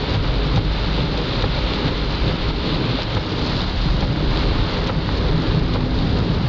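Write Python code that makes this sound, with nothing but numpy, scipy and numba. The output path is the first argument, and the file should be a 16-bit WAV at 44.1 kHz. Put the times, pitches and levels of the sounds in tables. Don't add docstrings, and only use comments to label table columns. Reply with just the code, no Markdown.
import sys
import numpy as np
from scipy import signal
from scipy.fft import rfft, irfft
from scipy.io import wavfile
from scipy.ndimage import uniform_filter1d
from numba import njit

SR = 44100
rng = np.random.default_rng(int(sys.argv[2]) if len(sys.argv) > 2 else 0)


def waveform_to_disk(signal):
    frames = np.transpose(np.atleast_2d(signal))
    scaled = np.clip(frames, -1, 1) * 32767
    samples = np.round(scaled).astype(np.int16)
    wavfile.write(sys.argv[1], SR, samples)


N = 285768
T = np.arange(N) / SR


def undb(db):
    return 10 ** (np.asarray(db) / 20)


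def unit(x):
    return x / np.sqrt(np.mean(x ** 2))


def columns(table):
    s, *rest = np.transpose(table)
    return [np.interp(T, s, column) for column in rest]


def colour(x, points):
    hz, db = np.transpose(points)
    log_grid = np.log(np.linspace(1, SR / 2, 2049))
    log_gain = np.interp(log_grid, np.log(hz), db) * np.log(10) / 20
    cepstrum = irfft(log_gain)
    cepstrum[1:2048] *= 2
    cepstrum[2049:] = 0
    impulse = irfft(np.exp(rfft(cepstrum)))[:2048]
    return signal.fftconvolve(x, impulse)[:len(x)]


def walk(rate):
    k = int(SR / rate)
    held = np.repeat(rng.standard_normal(N // k + 1), k)
    return uniform_filter1d(uniform_filter1d(held, k), k)[:N]


def swells(times, heights_db, width_s):
    return sum(db * np.exp(-.5 * ((T - s) / width_s) ** 2) for s, db in zip(times, heights_db))


def ring(hz, t60, rise, sag=0., sag_s=1.):
    t = T[:SR // 4]
    turns = np.cumsum(hz * (1 - sag * (1 - np.exp(-t / sag_s)))) / SR
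    x = np.sin(2 * np.pi * turns) * (1 - np.exp(-t / rise)) * np.exp(-np.log(1000) * t / t60)
    return x / np.abs(x).max()


def burst(hz, decay, sharp):
    t = T[:SR // 4]
    push = rng.standard_normal(len(t)) * np.exp(-t / decay)
    push[0] = 5
    b, a = signal.iirpeak(hz, sharp, SR)
    x = signal.lfilter(b, a, signal.lfilter(b, a, push))
    return x / np.abs(x).max()


def add(out, s, x):
    i = int(s * SR)
    out[i:i + len(x)] += x[:N - i]


def cabin(x, t60=0.06, wet_db=-4):
    t = T[:SR // 8]
    tail = rng.standard_normal(len(t)) * np.exp(-np.log(1000) * t / t60)
    tail *= undb(wet_db) / np.sqrt(np.sum(tail ** 2))
    tail[0] = 1
    return signal.oaconvolve(x, tail)[:len(x)]


def patter(rate, spread_db, count=10):
    out = 0
    for _ in range(count):
        when, largeness, side = rng.random((N, 3)).T
        rarity = np.minimum(-np.log(1 - largeness), 5.5)
        drops = (when < rate / count / SR) * undb(spread_db * rarity) * np.sign(side - .5)
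        out = out + cabin(drops)
    return out


# moment in seconds, linkage shudder in dB, water flung off the blade in dB,
# depth of the dip that follows in dB (below zero it is a lift).
TURNS = [(0.145, 5, 6, 4), (.572, 5.5, 3, 4), (1.01, 1.5, 3.5, 2), (1.44, 2, -2, 2), (1.87, 6, 2, 4),
         (2.29, 7, 1.5, 1.5), (2.749, 3.5, 2, 1), (3.159, 7.5, -2, 4), (3.622, 3.5, 0, 3.5),
         (4.029, 0, 0, 5.5), (4.452, 0, -3, -0.5), (4.88, 1.5, 1.5, 4), (5.31, -0.5, -3, 2.5),
         (5.75, 1, 3.5, 3.5), (6.17, 3, 3.5, 1.5)]
# moment in seconds, depth of the dip in dB.
SUDDEN_DIPS = [(2.51, 5.5), (3.041, 3.5), (3.711, 1), (4.79, 2), (5.6, 5.5)]
DIP_AFTER_S, DROP_S, RECOVER_S = 0.023, 0.001, 0.13


def dips():
    total_db = 0
    for s, db in [(s + DIP_AFTER_S, db) for s, _, _, db in TURNS] + SUDDEN_DIPS:
        since = np.maximum(T - s, 0)
        total_db = total_db - db * (1 - np.exp(-since / DROP_S)) * np.exp(-since / RECOVER_S)
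    return total_db


# moment in seconds, glass level in dB, roof against glass in dB,
# fine spray against glass in dB.
RAIN = [(0, -29.5, -1, -7), (.5, -29, -0.5, -8), (1, -30, -1, -7), (1.5, -28, -2, -9.5), (2.1, -29, -2, -6),
        (2.9, -27.5, -3.5, -16), (3.3, -29.5, -0.5, -1), (3.6, -30, -0.5, -4), (3.9, -30.5, -1.5, -3.5),
        (4.27, -30, -1.5, -7), (4.37, -26, -1.5, -6.5), (4.5, -29.5, 0.5, -6), (5.1, -31.5, 1, -5.5),
        (5.6, -31, 0.5, -5.5), (6, -33.5, 1.5, -5), (6.48, -32.5, 0, -4.5)]
# frequency in Hz, relative density in dB per Hz.
GLASS = [(700, -24), (1300, 3.5), (1700, -3.5), (2000, -0.5), (2400, -0.5), (2900, 2), (3600, 4.5),
         (4300, 1.5), (5500, -8), (8000, -18)]
# frequency in Hz, relative density in dB per Hz.
ROOF = [(350, -21), (520, 7), (650, 0), (950, 3), (1250, -1), (1600, -2.5), (2200, -6), (4000, -56)]
# frequency in Hz, relative density in dB per Hz.
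SPRAY = [(2000, -28.5), (3000, -13.5), (3800, 9), (5000, 7), (6500, 4), (8000, -9)]
FLING_S = 0.0062


def rain():
    glass_db, roof_db, spray_db = columns(RAIN)
    s, _, fling_db, _ = np.transpose(TURNS)
    gust_db = walk(24.85) + swells(s, fling_db, FLING_S) + dips()
    large = unit(patter(900, spread_db=-0.5))
    glass = unit(colour(unit(patter(6000, spread_db=0.5)) + undb(-4.0) * large, GLASS))
    roof = unit(colour(unit(patter(3000, spread_db=1.5)) + undb(-6.5) * large, ROOF))
    spray = unit(colour(unit(patter(7000, spread_db=5.5)) + undb(-17.0) * large, SPRAY))
    return undb(glass_db + gust_db) * (glass + undb(roof_db) * roof + undb(spray_db) * spray)


FLUTTER_DB, FLUTTER_PER_S = 2.5, 12


def shaken(modes):
    total = 0
    for hz, width_hz, db in modes:
        level = undb(db + FLUTTER_DB * walk(FLUTTER_PER_S))
        b, a = signal.iirpeak(hz, hz / width_hz, SR)
        total = total + level * unit(signal.lfilter(b, a, rng.standard_normal(N)))
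    return unit(total)


# moment in seconds, cabin boom in dB, floor pan in dB, door panels in dB.
ROAD = [(0, -30, -30.5, -30.5), (.18, -20.5, -24, -31), (.45, -29.5, -24.5, -27.5),
        (.72, -24.5, -27.5, -32), (1.05, -27.5, -24.5, -28.5), (1.3, -27, -27, -29),
        (1.55, -23.5, -26.5, -29.5), (1.8, -27.5, -28, -27), (2.1, -28.5, -27, -29),
        (2.55, -25, -29.5, -30.5), (2.85, -31, -23.5, -25.5), (3.1, -28.5, -28.5, -33.5),
        (3.4, -26.5, -23, -25.5), (3.78, -21, -28.5, -34), (3.9, -22, -21, -33), (4.4, -21, -24, -26.5),
        (5, -21.5, -24, -30.5), (5.3, -22.5, -22.5, -25), (5.62, -22, -22.5, -25.5),
        (5.95, -22, -20.5, -28.5), (6.28, -24.5, -20, -26), (6.48, -23, -18.5, -34.5)]
# frequency in Hz, width in Hz, relative level in dB.
BOOM = [(24.2, 18, -11.5), (38, 12, 0), (52.4, 16, -2), (65.5, 13, -7.5)]
# frequency in Hz, width in Hz, relative level in dB.
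FLOOR_PAN = [(99.3, 16, 1.5), (125.7, 14, 1.5), (156.2, 17.2, 2.5), (185.4, 21, -1.5)]
# frequency in Hz, width in Hz, relative level in dB.
PANELS = [(221.5, 80, -6), (289, 35, -3.5), (308, 27, -3), (321, 54, -11.5), (408, 47, -1.5), (494, 71, -6)]
# moment in seconds, level in dB.
CAVITY = [(0, -36), (.3, -43), (.45, -33), (.8, -38.5), (2, -39.5), (2.3, -37.5), (2.7, -40), (2.92, -30),
          (3.12, -46), (3.4, -30.5), (3.7, -39), (4.35, -37.5), (4.5, -31.5), (5.05, -38.5), (5.2, -33),
          (5.6, -36.5), (5.72, -27.5), (6, -26.5), (6.1, -31.5), (6.27, -28.5), (6.48, -39.5)]
# start in seconds, peak in dB, starting pitch in Hz.
JOINTS = [(0.114, -16, 60.6), (0.768, -23, 62.6), (1.834, -26, 294), (1.858, -20, 304.9),
          (1.869, -19, 59.6), (2.264, -14.5, 138), (2.941, -17, 293), (3.859, -10.5, 153),
          (3.933, -23, 67.8), (3.94, -13.5, 153), (4.093, -20, 107), (5.006, -19, 122), (5.542, -13, 144),
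          (5.569, -9.5, 163), (6.134, -15, 101)]
CAVITY_HZ, CAVITY_WAVER_HZ = 252.2, 3.0
SHUDDER_S = 0.042
PANEL_SHARE, BOOM_SHARE = 0.67, 0.27
PANEL_DIP_SHARE = 0.38
BUMP_SAG, BUMP_SAG_S = 0.5, 0.04


def road():
    (boom_db, pan_db, panel_db), (cavity_db,) = columns(ROAD), columns(CAVITY)
    s, shudder_db, _, _ = np.transpose(TURNS)
    shudder = swells(s, shudder_db, SHUDDER_S)
    dip = PANEL_DIP_SHARE * dips()
    boom = undb(boom_db + BOOM_SHARE * shudder + 1.2 * walk(6)) * shaken(BOOM)
    floor_pan = undb(pan_db + shudder + dip) * shaken(FLOOR_PAN)
    panels = undb(panel_db + PANEL_SHARE * shudder + dip + 0.75 * walk(8.9)) * shaken(PANELS)
    cavity_phase = 2 * np.pi * np.cumsum(CAVITY_HZ + CAVITY_WAVER_HZ * walk(8)) / SR
    cavity = np.sqrt(2) * undb(cavity_db) * np.sin(cavity_phase)
    out = boom + floor_pan + panels + cavity
    for s, db, hz in JOINTS:
        add(out, s, undb(db) * ring(hz, 0.082, 0.0018, BUMP_SAG, BUMP_SAG_S))
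    return out


# moment in seconds, firing rate in Hz, level in dB,
# third multiple against it in dB.
ENGINE = [(0, 49.13, -29.5, -9), (.5, 49.9, -24, -6), (1, 51.72, -29, -8), (1.6, 52.5, -27, -18.5),
          (2.1, 52.67, -25, -8.5), (2.45, 55.5, -28, -17), (2.65, 54.4, -34, -12.5), (3.2, 52, -29.5, -20),
          (3.6, 47.8, -40, -9.5), (6.48, 44.4, -36, -16.5)]


def engine():
    hz, db, third_db = columns(ENGINE)
    phase = 2 * np.pi * np.cumsum(hz * (1 + .012 * walk(9))) / SR
    hum = np.sin(phase) + undb(third_db) * np.sin(3 * phase)
    return np.sqrt(2) * undb(db + 1.8 * walk(7)) * hum


# middle of the stroke in seconds, wash level in dB.
STROKES = [(.4, -37), (.88, -35), (1.3, -35), (1.72, -38), (2.13, -44), (2.62, -30.5), (2.92, -38.5),
           (3.5, -34), (3.8, -32), (4.3, -39), (4.7, -36), (5.151, -35), (5.5, -36), (6.05, -33),
           (6.397, -39.5)]
# frequency in Hz, relative density in dB per Hz.
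WASH = [(2200, -20), (3000, -6), (3700, 3), (4500, 1), (5500, -7.5), (7000, -10.5)]
STROKE_S = 0.15


def wash():
    middles, levels_db = np.transpose(STROKES)
    speed = swells(middles, undb(levels_db), STROKE_S)
    sizzle = unit(colour(patter(4000, spread_db=4.0, count=4), WASH))
    return speed * undb(dips()) * sizzle


# start in seconds, level in dB, centre in Hz.
DROPS = [(0.1436, -21, 4200), (0.9412, -15, 4300), (1.017, -20, 3700), (1.177, -8, 5300), (1.736, -5, 3600),
         (1.745, -12, 4300), (2.234, -16, 3320), (2.7443, -14.5, 3600), (2.9104, -15, 3600),
         (2.8415, -18, 900), (2.9885, -15, 600), (3.0203, -4, 4400), (3.032, -8, 5200), (3.3822, -12, 3920),
         (3.5673, -18, 4200), (3.8426, -22, 4350), (3.887, -13, 696), (4.16, -12, 1700), (4.358, -17, 3900),
         (4.373, -7, 3600), (4.388, -22, 3400), (4.474, -17, 4440), (5.0899, -10, 1000), (5.176, -15, 5960),
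         (5.807, -14, 4200), (6.189, -10, 6240)]


def heavy_drops():
    out = np.zeros(N)
    for s, db, hz in DROPS:
        snap = (burst(hz, 1.8 / hz, .6) + ring(hz, 7 / hz, .1 / hz)) / 2
        add(out, s, undb(db) * cabin(snap, wet_db=-6))
    return out


# start in seconds, blade tick level in dB, tick pitch in Hz,
# its high ring against it in dB, delay until the arms reverse in seconds, knock level in dB, thump level in dB.
BOTTOMS = [(0.5596, -16, 4200, -6, 0.013, -12.5, -14), (1.422, -18, 4200, -6, .016, -11, -16),
           (2.279, -25, 4300, -3, 0.029, -17, -26), (3.1476, -20, 4400, -3, .019, -12.5, -18),
           (4.0067, -21, 4400, -2, .018, -14, -20), (4.8715, -20, 4100, 1, .023, -10.5, -20),
           (5.7365, -21, 4300, -6, .019, -15, -22)]
# frequency in Hz, time to fall 60 dB in seconds, relative level in dB.
ARM = [(824, 0.05, 2), (1020, 0.03, 0), (1320, 0.04, -3), (500, 0.04, 5), (318.3, 0.05, 3)]
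TICK_TOP_HZ, TICK_SAG, TICK_SAG_S = 6000, .35, .004


def wipers():
    out = np.zeros(N)
    for s, tick_db, hz, high_db, later, knock_db, thump_db in BOTTOMS:
        snap = undb(-2) * ring(hz, .018, .0005, TICK_SAG, TICK_SAG_S) + undb(2) * burst(.9 * hz, .005, 1.)
        top = undb(-5) * ring(TICK_TOP_HZ, .012, .0005) + burst(TICK_TOP_HZ, .004, 3.)
        add(out, s, undb(tick_db) * cabin(snap + undb(high_db) * top, wet_db=-10))

        arm = sum(undb(mode_db) * ring(mode_hz, t60, 0.001) for mode_hz, t60, mode_db in ARM)
        knock = arm + undb(7) * burst(1000.0, 0.007, .7)
        knock = knock / np.abs(knock).max()
        add(out, s + later, undb(knock_db) * cabin(knock, wet_db=-10))

        thump = ring(100, 0.14, 0.0095) + undb(-4) * ring(174, 0.09, 0.0029)
        add(out, s + later - .006, undb(thump_db) * thump)
    return out


def scene():
    return (rain() + wash() + heavy_drops() + road() + engine() + wipers())[None]


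@njit
def follow(x, start, attack, release):
    e, out = start, np.empty(len(x))
    for i in range(len(x)):
        e += (abs(x[i]) - e) * (attack if abs(x[i]) > e else release)
        out[i] = e
    return out


# frequency in Hz, gain in dB.
MICROPHONE = [(20, 0.5), (4200, -1.5), (4800, -3), (5500, -11), (6300, -18), (7000, -18.5), (7500, -25.5),
              (8000, -64), (9000, -79)]
ATTACK_S, RELEASE_S = 0.0016, 0.15
AIM_DB, GAIN_POWER = -14.0, 0.22
TOP_HZ = 7850


def record(dry):
    heard = colour(dry[0], MICROPHONE)
    aim = undb(AIM_DB)
    envelope = follow(heard, aim, 1 / (ATTACK_S * SR), 1 / (RELEASE_S * SR))
    held = heard * (aim / envelope) ** GAIN_POWER
    rounded = np.tanh(1.06 * held)
    treble_cut = signal.ellip(10, .2, 80, TOP_HZ, fs=SR, output="sos")
    return signal.sosfilt(treble_cut, rounded)[None]


dry = scene()
out = record(dry)
waveform_to_disk(out)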